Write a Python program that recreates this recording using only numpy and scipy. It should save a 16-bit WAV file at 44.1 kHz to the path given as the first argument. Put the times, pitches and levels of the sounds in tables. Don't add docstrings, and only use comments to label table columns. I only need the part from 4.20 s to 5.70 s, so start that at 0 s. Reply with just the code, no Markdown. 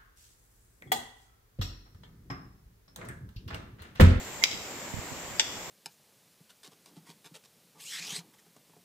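import sys
import numpy as np
from scipy import signal
from scipy.io import wavfile
from scipy.ndimage import uniform_filter1d, minimum_filter1d

SR = 44100
rng = np.random.default_rng(int(sys.argv[2]) if len(sys.argv) > 2 else 0)


def materialize(psi):
    bounded = np.clip(np.atleast_2d(psi).T, -1, 1)
    quanta = np.round(bounded * 32767).astype(np.int16)
    wavfile.write(sys.argv[1], SR, quanta)


def natural_amplitude(level_db):
    exponent = np.asarray(level_db, float) / 20
    return 10 ** exponent


N = 66150


def evened(x):
    return x / np.sqrt(np.mean(x ** 2) + 1e-20)


def read(points, hz):
    f, value = np.transpose(points)
    return np.interp(np.log(hz + 1), np.log(f + 1), value)


def add(mix, s, sound):
    part = mix[round(s * SR):][:len(sound)]
    part += sound[:len(part)]


# frequency in Hz, level in dB per Hz.
FALL_LEFT = [(40, -82), (200, -74), (750, -74.5), (1800, -83), (5500, -83), (8200, -88), (10000, -104),
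             (13000, -87)]
FALL_RIGHT = [(40, -78.5), (200, -71.5), (900, -75), (3000, -80), (4500, -87.5), (7400, -83.5),
              (10700, -101), (12200, -90.5)]
# frequency in Hz, width in Hz, boost in dB.
PORT_RESONANCES = [(7314, 1030, 14.5), (2060, 700, 4)]
# knee in Hz, slope in dB per kHz.
PORT_DROOP = [(13600, -4.5), (12800, -2.5)]
# frequency in Hz, left-right correlation from 0 to 1.
PORT_LIKENESS = [(60, 0.69), (130, 0.94), (290, 0.93), (640, 0.86), (1410, 0.5), (3100, 0.04),
                 (6820, 0.076), (15000, 0.12)]


def waterfall():
    level_db, patch_db, swell_db = 16.5, 0.8, 0.25
    frames, hz = N // 256 + 5, np.fft.rfftfreq(1024, 1 / SR)
    a, b, c, d, patches = rng.standard_normal((frames, 513, 5)).T
    patches = uniform_filter1d(patches, size=10, axis=0)
    patches = evened(uniform_filter1d(patches, size=10, axis=1))
    swell = evened(uniform_filter1d(rng.standard_normal(frames), size=30))
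    same = np.clip(read(PORT_LIKENESS, hz), -1, 1)[:, None]
    left = a + 1j * b
    right = same * left + np.sqrt(1 - same ** 2) * (c + 1j * d)
    colours = []
    ports = zip((FALL_LEFT, FALL_RIGHT), PORT_RESONANCES, PORT_DROOP)
    for fall, (centre_hz, width_hz, boost_db), (knee_hz, droop_db) in ports:
        resonance = boost_db / (1 + (2 * (hz - centre_hz) / width_hz) ** 2)
        droop = droop_db * np.maximum(hz - knee_hz, 0) / 1000
        colours.append(read(fall, hz) + resonance + droop)
    drift_db = patch_db * patches + swell_db * swell
    spectra = np.array([left, right]) * natural_amplitude(np.array(colours)[:, :, None] + drift_db + level_db)
    return signal.istft(spectra, nperseg=1024, noverlap=768)[1][:, :N]


# start in seconds, level in dB, pitch in Hz, share reaching the left port.
GUSTS = [
    (0.086, -55, 89, .1),
    (0.335, -33.5, 110, .1),
    (0.345, -36, 198, 0.089),
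    (0.7387, -23, 123, .2),
    (0.7681, -26.5, 110, 0.1),
    (0.7866, -25, 114, 0.19),
    (0.9181, -29, 137, .1),
    (1.109, -38, 110, .1),
    (1.146, -43, 120, .1),
    (1.482, -40, 153, 0.092),
]


def wind():
    sag, decay_s, rise_s, left_lag_s, dip = 0.22, 0.0057, 0.0011, 0.002, 0.19
    out = np.zeros((2, N))
    t = np.arange(-130, 1800) / SR
    after = np.maximum(t, 0)
    fade = np.exp(-after / decay_s)
    for s, db, hz, left_share in GUSTS:
        turns = hz * after * (1 - sag + sag * fade)
        push = np.cos(2 * np.pi * turns) * fade * np.minimum(after / rise_s, 1)
        suck = dip * np.exp(-(t / rise_s + 0.5) ** 2)
        thump = 1.56 * natural_amplitude(db) * (push - suck)
        add(out[1], s + t[0], thump)
        add(out[0], s + t[0] + left_lag_s, left_share * thump)
    band = signal.butter(2, [45, 110], "band", fs=SR, output="sos")
    low = signal.sosfilt(band, rng.standard_normal((2, N)))
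    lumps = uniform_filter1d(rng.standard_normal((2, N)), size=900)
    lumps = evened(uniform_filter1d(lumps, size=900))
    buffeting = evened(low * natural_amplitude(6 * lumps))
    return out + buffeting * natural_amplitude([[-66.5], [-61]])


def stick_ring(modes, contact_s):
    t = np.arange(SR // 8) / SR
    hz, left_db, right_db, t60 = np.transpose(modes)[:, :, None]
    t60 = np.clip(t60, 0.003, np.where(hz > 2200, 0.018, 1))
    sign = (-1.) ** np.arange(len(hz))[:, None]
    rings = sign * np.sin(2 * np.pi * hz * t) * natural_amplitude(-60 * t / t60)
    ports = np.array([(natural_amplitude(db) * rings).sum(0) for db in (left_db, right_db)])
    return ports * np.sin(np.pi / 2 * np.minimum(t / contact_s, 1)) ** 2


def contact_crack(crack_db):
    t = np.arange(SR // 8) / SR
    high = signal.butter(4, 10500, "high", fs=SR, output="sos")
    noise = signal.sosfilt(high, rng.standard_normal((2, len(t))))
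    return noise * natural_amplitude(np.array(crack_db)[:, None] - 60 * t / 0.0028)


def single_echoes(echoes):
    taps = np.zeros((2, SR // 2))
    taps[:, 0] = 1
    t = np.arange(100)[:, None] / SR
    for delay, left_db, right_db in echoes:
        blur_s = max(0.0015 * min(delay / 0.01, 1) ** 2, 1e-5)
        rough = rng.standard_normal((100, 2)) * np.exp(-t / blur_s)
        add(taps.T, delay, natural_amplitude([[left_db, right_db]]) * rough / np.linalg.norm(rough, axis=0))
    return taps


def scatter(decay, rise_s):
    length, spacing = SR // 2, 20
    taps = np.zeros((2, length))
    at = np.arange(0, length - spacing, spacing) + rng.integers(0, spacing, (2, (length - 1) // spacing))
    np.put_along_axis(taps, at, rng.standard_normal(at.shape), 1)
    hz, t, z = signal.stft(taps, SR, nperseg=128)
    z = z * natural_amplitude(-60 * t / read(decay, hz)[:, None])
    tail = signal.istft(z, SR, nperseg=128)[1][:, :length]
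    tail = tail * np.minimum(np.arange(length) / SR / rise_s, 1)
    return tail / np.linalg.norm(tail, axis=1, keepdims=True)


# frequency in Hz, t60 in seconds.
FOREST = [(1000, 0.31), (2500, 0.91), (4000, 0.78), (6000, 0.96), (9000, 0.58)]
# frequency in Hz, t60 in seconds.
SLOPE = [(2000, 0.12), (4000, 0.32), (6000, 0.17)]


def gorge(near_db, forest_db, slope_db):
    space = natural_amplitude(near_db) * scatter([(1, 0.085)], 0.0015)
    space = space + natural_amplitude(forest_db) * scatter(FOREST, 0.03)
    add(space.T, 0.062, natural_amplitude(slope_db) * scatter(SLOPE, 0.013).T)
    return space


# start at left port in seconds, level in dB, right port lag in seconds,
# near scatter in dB, forest in dB, far slope in dB.
BLOWS = [
    (0.2378, -2.5, .0003, -6, -14, -19.5),
    (1.1961, -6, .0001, -5.5, -14.5, -36),
]
# frequency in Hz, left in dB, right in dB, t60 in seconds.
MODES_FIRST = [(570, -34, -35, 0.034), (920, -31, -46, 0.045), (1480, -26, -29.5, 0.023),
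               (2034, -20, -23.5, 0.033), (2210, -21.5, -0.5, 0.0088), (2650, -18, -4.5, 0.0081),
               (3236, -4.5, -12.5, 0.0074), (3910, -13, -9.5, 0.022), (4460, -17, -19, 0.0076),
               (4860, 0.5, -7.5, 0.0061), (5180, -1, -22.5, 0.0065), (5770, 1, -8, 0.0043),
               (6700, -17, -21, 0.015), (7280, -2.5, -19, 0.0043)]
MODES_SECOND = [(570, -30, -27, .05), (880, -29, -26, .05), (1600, -16, -10, .008), (1900, -13, -7, .009),
                (2250, -12, -8, .01), (2800, -6, -9, .008), (3400, -4, -5, .016), (3650, -8, -8, .01),
                (4700, -2, -10, .007), (5200, -4, -12, .007), (5700, -2, -9, .008), (6350, -9, -14, .008),
                (7350, -6, -12, .009), (8500, -26, -20, .008)]
# delay in seconds, left in dB, right in dB.
ECHOES_FIRST = [
    (.0028, -18, -18),
    (.0065, -17, -20),
    (.0103, -12, -18),
    (.0175, -19, -17),
    (.032, -28, -28),
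    (.0745, -21, -26),
]
ECHOES_SECOND = [
    (.0017, -5, -9),
    (.0034, -20, -1),
    (.010, -17, -20),
    (.0177, -21, -17),
    (.045, -28, -30),
]
# left in dB, right in dB.
CRACK = [
    (-10, -25),
    (-22, -24),
]
CONTACT_S = (.0004, .0002)


def sticks():
    out = np.zeros((2, N))
    modes_of, echoes_of = (MODES_FIRST, MODES_SECOND), (ECHOES_FIRST, ECHOES_SECOND)
    blows = zip(BLOWS, modes_of, echoes_of, CRACK, CONTACT_S)
    for (s, db, right_lag_s, *room_db), modes, echoes, crack_db, contact_s in blows:
        ring = stick_ring(modes, contact_s)
        crack = contact_crack(crack_db)
        to_gorge = ring + 0.58 * ring[::-1] + natural_amplitude(5) * crack
        near = signal.fftconvolve(ring + crack, single_echoes(echoes), axes=1)
        far = signal.fftconvolve(to_gorge, gorge(*room_db), axes=1)
        left, right = natural_amplitude(db) * (near + far)
        add(out[0], s, left)
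        add(out[1], s + right_lag_s, right)
    return out


def scene():
    return waterfall() + wind() + sticks()


def limiter(x):
    room = np.minimum(0.88 / (abs(x) + 1e-9), 1)
    return x * uniform_filter1d(minimum_filter1d(room, size=21), size=21)


def overload_tick(out):
    click = signal.firwin(101, [1500, 7800, 16500], fs=SR)
    add(out[0], 0.23787 - 50 / SR, click)


# port (0 left, 1 right), end in seconds,
# length in seconds, frequency in Hz, level in dB.
SMEARS = [
    (1, .2368, .019, 2100, -25),
    (0, .2365, .014, 7200, -34),
    (0, .2368, .007, 6000, -32),
    (0, 1.195, .01, 4700, -38),
    (0, 1.195, .012, 7300, -37),
]


def smears(out):
    for port, end, length, hz, db in SMEARS:
        t = np.arange(0, length, 1 / SR)
        wobble = 1 + 0.19 * evened(uniform_filter1d(rng.standard_normal(2000), size=100))[:len(t)]
        swell = np.sin(np.pi * (t / length) ** 1.1)
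        add(out[round(port)], end - length, natural_amplitude(db) * wobble * swell * np.sin(2 * np.pi * hz * t))


def band_limit(x):
    return signal.sosfilt(signal.butter(12, 17050, fs=SR, output="sos"), x)


def record(dry):
    treble_edge = signal.firwin(401, 15750, window=("kaiser", 8), fs=SR)
    out = signal.oaconvolve(dry, treble_edge[None], "same")
    out = signal.sosfilt(signal.butter(2, 22, "high", fs=SR, output="sos"), out)
    out = limiter(out)
    overload_tick(out)
    smears(out)
    return band_limit(out)


dry = scene()
out = record(dry)
materialize(out)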